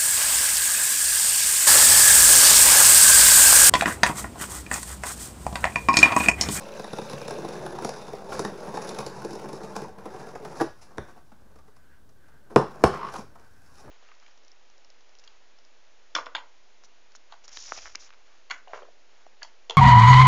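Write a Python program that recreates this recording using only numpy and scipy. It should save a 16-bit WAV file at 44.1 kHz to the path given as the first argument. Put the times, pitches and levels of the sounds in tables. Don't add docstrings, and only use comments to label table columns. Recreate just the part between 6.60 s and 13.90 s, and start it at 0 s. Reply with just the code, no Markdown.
import sys
import numpy as np
from scipy import signal
from scipy.fft import rfft, irfft, next_fast_len
from scipy.io import wavfile

SR = 44100
rng = np.random.default_rng(int(sys.argv[2]) if len(sys.argv) > 2 else 0)


def convert_level_to_amplitude(level_db):
    exponent = np.asarray(level_db, float) / 20
    return 10 ** exponent


def store_pcm(level_fs):
    pcm = np.round(np.clip(level_fs, -1, 1) * 32767).astype(np.int16)
    wavfile.write(sys.argv[1], SR, np.atleast_2d(pcm).T)


N = 321930

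# (f/Hz, level/dB per Hz)
AIR_SPECTRUM = [(12, -42), (20, -2), (22, -24.5), (27, -22), (53, -17.5), (70, -18.5), (1120, -37.5),
                (1480, -41.5), (1910, -45.5), (2320, -49.5), (3340, -46.5), (4060, -47), (7310, -49.5),
                (14700, -53), (16000, -57)]
# (f/Hz, width/Hz, level/dB)
FAN_MODES = [(1540, 150, 0)]
# (f/Hz, t60/s)
ROOM_DECAY = [(100, 0.26), (500, 0.22), (1500, 0.31), (4000, 0.37), (10000, 0.22)]

PANEL_MODES = [(139.7, 19, 0.5), (209.5, 30.3, 1), (333.7, 33, -3), (385.7, 30.4, 0), (436, 51.6, 0.5),
               (551.5, 138, 2.5), (620, 184, -1)]
WALL_MODES = [(638, 37, -6), (724, 140, 4.5), (897, 124, 4), (1062, 108, 2), (1171, 154, 0),
              (1355, 185, -1), (1618, 287, 0), (1760, 717, -7)]
PAPER_MODES = [(2510, 470, 8), (3593, 210, 6.5), (5380, 1630, 10), (7600, 1200, -15.5), (9800, 1100, 3.5),
               (14260, 2400, -18)]
TABLE_MODES = [(60, 16, 0.0048), (90, 30, 0.021)]
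THUD_MODES = [(430, 330, -1), (1000, 470, -6)]
SEAM_MODES = [(1580, 220, 6.5), (2585, 260, 7), (3950, 280, 2), (5870, 700, 1)]
FACE_MODES = [(1900, 490, 5.5), (3120, 1100, 1.5), (5230, 620, 3), (9900, 3100, -11.5)]
SOLE_MODES = [(990, 147, 5), (1246, 304, 0.5)]
KNIFE_MODES = [(1620, 320, 10.5), (1960, 950, 2.5), (3670, 150, 1), (5750, 300, -8), (9700, 530, -14)]
# (f/Hz, level/dB)
SKIN_RADIATION = [(8000, 0.5), (11200, -2.5), (11900, -19), (15000, -15)]

# (t/s, hiss peak level/dB, panel level/dB, relative wall level/dB)
CATCHES = [(.196, -29, -2, 5), (.2436, -26.5, -11, 0.5), (.2777, -33, -1, -10), (.3327, -23.5, -1.5, 2.5),
           (.3863, -24, 0.5, -1), (.417, -28, -7, 0), (.498, -24, -13, -4.5), (.5328, -25, -5, -10),
           (.616, -27, -3, -20), (.6808, -20, -8, -10), (.7086, -23.5, -1, -18), (.849, -28.5, -1, -5),
           (.888, -29.5, -4.5, -17), (1.0638, -26.5, -11, 6), (1.1872, -31, -12, 6), (1.2226, -30.5, 0, 0),
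           (1.2481, -19.5, -5, -3), (1.2921, -23, -0.5, -7), (1.7938, -19.5, 0.8, -7),
           (1.8501, -22.5, -3, 5.5), (2.173, -28.5, -23, 10.5), (2.2741, -26, -33, -11),
           (2.2918, -20, -12, -21), (2.3472, -28, -20, -13), (2.3876, -20, -11, 1),
           (2.4649, -22.5, -5.5, -10), (2.6485, -25.5, -0.5, -15), (2.7536, -30.5, -3.5, -16),
           (2.9307, -29.5, 0.5, -12), (3.1643, -22, -2.5, -1)]
# (t/s, hiss peak level/dB, panel level/dB, relative
# wall level/dB)
TICKS = [(1.533, -42, 12.5, -19), (1.7204, -57, -7, 35), (2.14, -37, 6, 8), (2.3065, -32.5, -17, 4.5),
         (2.4047, -30, -7, -1), (2.7066, -30, -7, -24), (2.7302, -31.5, -1, -8), (2.886, -36.5, 0, -12),
         (3.054, -65, 22, -6), (3.1548, -30.5, -20, 0), (3.3836, -45.5, 5, 12), (3.4559, -36, 5.5, 3.5),
         (3.606, -52, 12.5, 20), (3.7533, -35.5, -6, 9), (3.8487, -36, 4.5, 10), (3.984, -39, -5, -4),
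         (4.0093, -26, 5.5, 10.5), (4.014, -24, 1.5, -8), (4.373, -45.5, 4, 9), (4.7184, -57, 9, 13),
         (4.957, -49, 0.5, 3), (4.9872, -51, -5, 7), (5.079, -52.5, 1, 5), (5.164, -47.5, -11, -3),
         (5.4916, -51.5, -6.5, -2), (5.684, -54.5, -4, 5), (5.741, -63, 12, -1), (6.5174, -49, -12, -3),
         (6.539, -45, -1, 17), (6.7542, -56.5, -3, 19.5)]
# (t/s, hiss peak level/dB, panel level/dB, relative wall level/dB, t60/s)
SWELLS = [
    (1.6897, -37.5, 0.5, -6, 0.16),
    (3.9979, -27.5, 2.5, 13, 0.069),
    (4.2139, -38, -24, -7, 0.12),
    (4.4744, -50, -3, 6.5, 0.18),
    (4.5591, -62, 7.5, 18.5, 0.13),
    (5.8988, -49, 5, 7.5, 0.15),
    (5.964, -34.5, -18.5, -12, .16),
    (6.246, -45, -18, -11.5, 0.18),
    (6.515, -51, -12, -11, 0.24),
    (6.5793, -38.5, 3.5, -8, 0.11),
]
# (t/s, blow level/dB, contact/s, panel level/dB, table level/dB)
KNOCKS = [
    (4.3822, -29.5, 0.00027, 12, 6.5),
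    (5.9608, -12.5, 0.0007, 10, -17),
    (6.2384, -12, 0.00095, 3.5, -7),
]
# (t/s, level/dB)
DRAG_LEVEL = [
    (6.329, -33.5),
    (6.39, -36),
    (6.425, -32),
    (6.491, -33),
    (6.505, -59),
    (6.535, -50.5),
    (6.56, -31.5),
    (6.59, -59),
    (6.619, -64),
]
# (t/s, pressure level/dB, tearing level over it/dB, panel f/Hz under the contact)
BLADE_PATH = [(0, -36.5, -15.5, 510), (.4, -42, -7.5, 520), (.7, -32.5, -16.5, 430), (1.12, -34, -15, 343),
              (1.26, -36.5, -7, 400), (1.66, -39, -16.5, 433), (1.75, -32, -8, 238),
              (1.87, -34, -15.5, 300), (1.99, -38.5, -15, 436), (2.06, -33, -16, 373),
              (2.25, -34, -9.5, 402), (2.38, -32, -14.5, 430), (2.46, -38.5, -11.5, 360),
              (3.25, -36, -17.5, 376), (3.32, -46, -19.5, 280), (3.6, -36.5, -14.5, 380),
              (3.8, -41, -20.5, 455), (3.98, -36, -13.5, 325)]
# (t/s, pressure level/dB, tearing level over it/dB, panel f/Hz under the contact)
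GLOVE_PATH = [(4.11, -65.5, 2, 217), (4.41, -50.5, -14, 365), (4.63, -73.5, 5, 220), (4.86, -57, -15, 215),
              (5.37, -83, -9, 200), (5.85, -64, -21, 200), (5.94, -39.5, -46, 414), (6.1, -42.5, -18, 330),
              (6.22, -41, -15.5, 368), (6.28, -27.5, -15, 330), (6.4, -40.5, -22, 357),
              (6.57, -43, -1.5, 237), (6.69, -62.5, -14, 185), (6.79, -51.5, -11, 287),
              (6.95, -76, 9.5, 170), (7.07, -68, 10, 231), (7.2, -55.5, 1.5, 257), (7.3, -35, -29, 275)]

CUT_END_S, GLOVES_START_S = BLADE_PATH[-1][0], GLOVE_PATH[0][0]
WALL_TEAR = 0.4
BLADE_WALL_DB, BLADE_WALL_HZ, GLOVE_WALL_DB, GLOVE_WALL_HZ = -1, 972, 1.5, 1134
WALL_DB_PER_S = 0.52
SEAM_START_HZ, SEAM_END_HZ = 3520, 4440
GLOVE_PAPER_HZ, TEAR_OCTAVES_PER_DB = 4200, -3.85
TABLE_DB, TABLE_GROWS, TABLE_DB_PER_OCTAVE = -60.5, 0.54, 17.5
FAVOUR_DB, WANDER_OCTAVES = 4.5, 0.043
CATCH_T60, CATCH_RISE = 0.023, 0.001
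TICK_T60, TICK_RISE, SWELL_RISE = 0.04, 0.0028, 0.011
KNOCK_WALL_DB = 9
CRACK_DB, CRACK_DB_PER_CONTACT, CRACK_CONTACT_S = -19, 17.5, 0.00083
SEAM_DB, SEAM_SLACK_S, SEAM_SLACK_DB = -0.5, 1.03, -13.5
SEAM_CATCH_DB, CRACKLE_SHARE, CRACKLE_T60 = -2.5, 0.85, 0.009
KNIFE_DB = -3.5
SCUFF_DB, SCUFF_TOP_HZ = -14, 5000
OFFSET, CLIP = -0.0048, 0.93


def unit(x):
    return x / np.sqrt(np.mean(x ** 2) + 1e-20)


def along(points, hz):
    f, v = np.transpose(points)
    return np.interp(np.log(hz + 1), np.log(f + 1), v)


def filtered(x, response):
    m = next_fast_len(N + SR // 2)
    return irfft(rfft(x, m) * response(np.fft.rfftfreq(m, 1 / SR)), m)[..., :N]


def wobble(rate):
    knots = int(N * rate // SR + 2)
    return np.interp(np.arange(N) * rate / SR, np.arange(knots), rng.standard_normal(knots))


def ringing(x, modes, favoured_hz=None, favour_db=0, octaves=0.2, patchy_db=0):
    m = next_fast_len(N + SR // 2)
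    f = np.fft.rfftfreq(m, 1 / SR)
    shapes = []
    for k, (centre, width, db) in enumerate(modes):
        damping = 1j * f * width
        shapes.append((-1) ** k * convert_level_to_amplitude(db) * damping / (centre * centre - f * f + damping))
    shapes = np.array(shapes)
    shapes = shapes / np.sqrt(np.mean(abs(shapes.sum(axis=0)) ** 2))
    if favoured_hz is not None:
        away = np.log2(np.array(modes)[:, :1] / favoured_hz) / octaves
        flicker_db = patchy_db * np.array([wobble(45) for _ in modes])
        x = x * convert_level_to_amplitude(favour_db * (np.exp(-away ** 2 / 2) - 0.5) + flicker_db)
    return irfft((rfft(x, m) * shapes).sum(axis=0), m)[:N]


def slips(rate, spread_db, t60, rise):
    sizes = convert_level_to_amplitude(spread_db * np.minimum(rng.exponential(size=N), 2))
    starts = (rng.random(N) < rate / SR) * sizes
    fading = signal.lfilter([1], [1, -convert_level_to_amplitude(-60 / (t60 * SR))], starts)
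    return unit(signal.lfilter([1], [1, -np.exp(-1 / (rise * SR))], fading))


def air():
    noise = rng.standard_normal(N)
    tone = unit(filtered(noise, lambda hz: convert_level_to_amplitude(along(AIR_SPECTRUM, hz)) * (hz > 12)))
    whine = convert_level_to_amplitude(-10 + 4.8 * wobble(6)) * ringing(rng.standard_normal(N), FAN_MODES)
    return convert_level_to_amplitude(-57.5) * (tone + whine)


def room(x):
    hop = SR // 4
    out, padded = np.zeros(N + 2 * SR), np.pad(x, (hop, 2 * hop))
    window = np.sin(np.pi * np.arange(2 * hop) / (2 * hop))
    for start in range(0, N + hop, hop):
        hz, t, z = signal.stft(rng.standard_normal(SR * 2 // 5), SR, nperseg=256)
        decay = convert_level_to_amplitude(-60 * t / along(ROOM_DECAY, hz)[:, None])
        tail = signal.istft(z * decay, SR, nperseg=256)[1]
        piece = signal.fftconvolve(padded[start:start + 2 * hop] * window, tail / np.linalg.norm(tail))
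        out[start:start + len(piece)] += piece
    return out[hop - 300:][:N]


def knife():
    s, db = KNOCKS[0][:2]
    impulse = np.arange(N) == round(s * SR)
    return ringing(convert_level_to_amplitude(db + KNIFE_DB + 22.5) * impulse, KNIFE_MODES)


def drag():
    s, db = np.transpose(DRAG_LEVEL)
    cycles = np.cumsum(58 + 7 * wobble(26)) / SR
    chatter = unit(0.17 + convert_level_to_amplitude(-20 * (cycles % 1)))
    level = convert_level_to_amplitude(np.interp(np.arange(N) / SR, s, db, -120, -120) - 0.5)
    edge_force, face_force = level * chatter * rng.standard_normal((2, N))
    squeak = ringing(edge_force, SOLE_MODES, favoured_hz=1100, patchy_db=2)
    scuff = convert_level_to_amplitude(SCUFF_DB) * ringing(face_force, FACE_MODES[:3])
    return filtered(squeak + scuff, lambda hz: 1 / (1 + 1j * hz / SCUFF_TOP_HZ) ** 2)


def knocks():
    force, thud = np.zeros((4, N)), np.zeros(N)
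    t = np.arange(SR // 3) / SR
    fade = convert_level_to_amplitude(-60 * t / 0.016) + convert_level_to_amplitude(-23 - 60 * t / 0.13)
    for s, db, touch_s, panel_db, table_db in KNOCKS:
        blow = convert_level_to_amplitude(db) * np.sin(np.pi * np.clip(t / touch_s, 0, 1)) ** 2
        crack_db = db + CRACK_DB + CRACK_DB_PER_CONTACT * touch_s / CRACK_CONTACT_S
        crack = convert_level_to_amplitude(crack_db) * fade * rng.standard_normal(len(t))
        start = round(s * SR)
        span = slice(start, start + len(t))
        force[:, span] += [convert_level_to_amplitude(panel_db) * blow, convert_level_to_amplitude(KNOCK_WALL_DB) * blow, crack, convert_level_to_amplitude(table_db) * blow]
        thud[span] += convert_level_to_amplitude(9) * blow
    return force, thud


def contact():
    s, press_db, tear_db, panel_hz = np.transpose(BLADE_PATH + GLOVE_PATH)
    blade = s <= CUT_END_S
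    wall_offset_db = np.where(blade, BLADE_WALL_DB + WALL_DB_PER_S * (s - 2), GLOVE_WALL_DB)
    wall_db = press_db + WALL_TEAR * tear_db + wall_offset_db
    depth_octaves = np.log2(350 / panel_hz)
    table_db = TABLE_DB + TABLE_GROWS * (press_db + 40) + TABLE_DB_PER_OCTAVE * depth_octaves
    seam_hz = SEAM_START_HZ + (SEAM_END_HZ - SEAM_START_HZ) * s / CUT_END_S
    paper_hz = np.where(blade, seam_hz, GLOVE_PAPER_HZ * 2 ** (TEAR_OCTAVES_PER_DB * tear_db))
    wall_hz = np.where(blade, BLADE_WALL_HZ, GLOVE_WALL_HZ)

    def smooth(*columns):
        return np.array([np.interp(np.arange(N) / SR, s, c) for c in columns])

    stray = 2 ** (WANDER_OCTAVES * np.array([wobble(9.6) for _ in range(3)]))
    levels = smooth(press_db, wall_db, press_db + tear_db, table_db)
    return levels, stray * smooth(panel_hz, wall_hz, paper_hz)


def rubbing(level_db):
    grain = slips(rate=380, spread_db=7.5, t60=0.0084, rise=0.0016)
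    snaps = slips(rate=110, spread_db=5.5, t60=0.031, rise=0.0004)
    share = np.array([[0.4], [0.45], [0.5], [0.2]])
    cutting = np.arange(N) / SR < GLOVES_START_S
    crisp = np.array([[0.05], [0.25], [0.3], [0]]) * cutting
    own_db = np.array([wobble(25) for _ in level_db])
    force = share * grain + crisp * snaps + 1 - share
    return convert_level_to_amplitude(level_db - 2 + own_db) * force * rng.standard_normal(level_db.shape)


def catches():
    force = np.zeros((4, N + SR))
    events = [(*c, CATCH_T60, CATCH_RISE) for c in CATCHES]
    events += [(*c, TICK_T60, TICK_RISE) for c in TICKS]
    events += [(*c, SWELL_RISE) for c in SWELLS]
    for s, db, panel_db, wall_db, t60, rise in events:
        t = np.arange(round(t60 * SR)) / SR
        shape = convert_level_to_amplitude(db - 60 * t / t60) * (1 - np.exp(-t / rise))
        start = round((s - 0.0015) * SR)
        gain = convert_level_to_amplitude([[panel_db + 16], [wall_db + 3], [-1]])
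        force[:3, start:start + len(t)] += gain * shape * rng.standard_normal((3, len(t)))
    return force[:, :N]


def seam(tear_db, catch):
    t = np.arange(N) / SR
    slack_db = SEAM_SLACK_DB / (1 + np.exp((SEAM_SLACK_S - t) / 0.12))
    taut = convert_level_to_amplitude(SEAM_DB + slack_db) * (t < GLOVES_START_S)
    releases = np.array([slips(rate=170, spread_db=8, t60=CRACKLE_T60, rise=0.00063) for _ in SEAM_MODES])
    crackle = CRACKLE_SHARE * releases + 1 - CRACKLE_SHARE
    fibres = convert_level_to_amplitude(tear_db) * crackle * rng.standard_normal((len(SEAM_MODES), N))
    return ringing(taut * (fibres + convert_level_to_amplitude(SEAM_CATCH_DB) * catch), SEAM_MODES)


def box():
    level_db, (panel_hz, wall_hz, paper_hz) = contact()
    (panel_blow, wall_blow, crack, table_blow), push = knocks()
    tears = catches()
    panel, wall, paper, table = rubbing(level_db) + convert_level_to_amplitude([[-7], [-2], [0], [0]]) * tears
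    face = ringing(crack, FACE_MODES)
    thud = ringing(push + convert_level_to_amplitude(-11) * tears[0], THUD_MODES) + convert_level_to_amplitude(-11) * face
    body = ringing(panel + panel_blow, PANEL_MODES, panel_hz, FAVOUR_DB, patchy_db=-0.15)
    body += ringing(wall + wall_blow, WALL_MODES, wall_hz, FAVOUR_DB, patchy_db=1.95)
    skin = ringing(paper, PAPER_MODES, paper_hz, favour_db=6.5, octaves=0.15, patchy_db=1.84)
    skin = filtered(skin + convert_level_to_amplitude(-3.5) * face, lambda hz: convert_level_to_amplitude(along(SKIN_RADIATION, hz)))
    boards = ringing(table + table_blow, TABLE_MODES)
    return thud, body + skin + boards + seam(level_db[2], tears[2]) + knife() + drag()


def scene():
    thud, near = box()
    reverberation = convert_level_to_amplitude(-6.5) * room(near + convert_level_to_amplitude(-23.5) * thud)
    return (near + thud + reverberation + air())[None]


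def low_pass(x):
    return signal.sosfilt(signal.butter(12, 16470, fs=SR, output="sos"), x)


def record(dry):
    clipped = dry / (1 + abs(dry / CLIP) ** 7) ** (1 / 7)
    rolloff = [(15700, -2.5), (15900, -30.5), (16400, -36), (16500, -91)]  # (f/Hz, level/dB)
    band = filtered(clipped, lambda hz: convert_level_to_amplitude(along(rolloff, hz)))
    return low_pass(band + OFFSET)


dry = scene()
out = record(dry)
store_pcm(out)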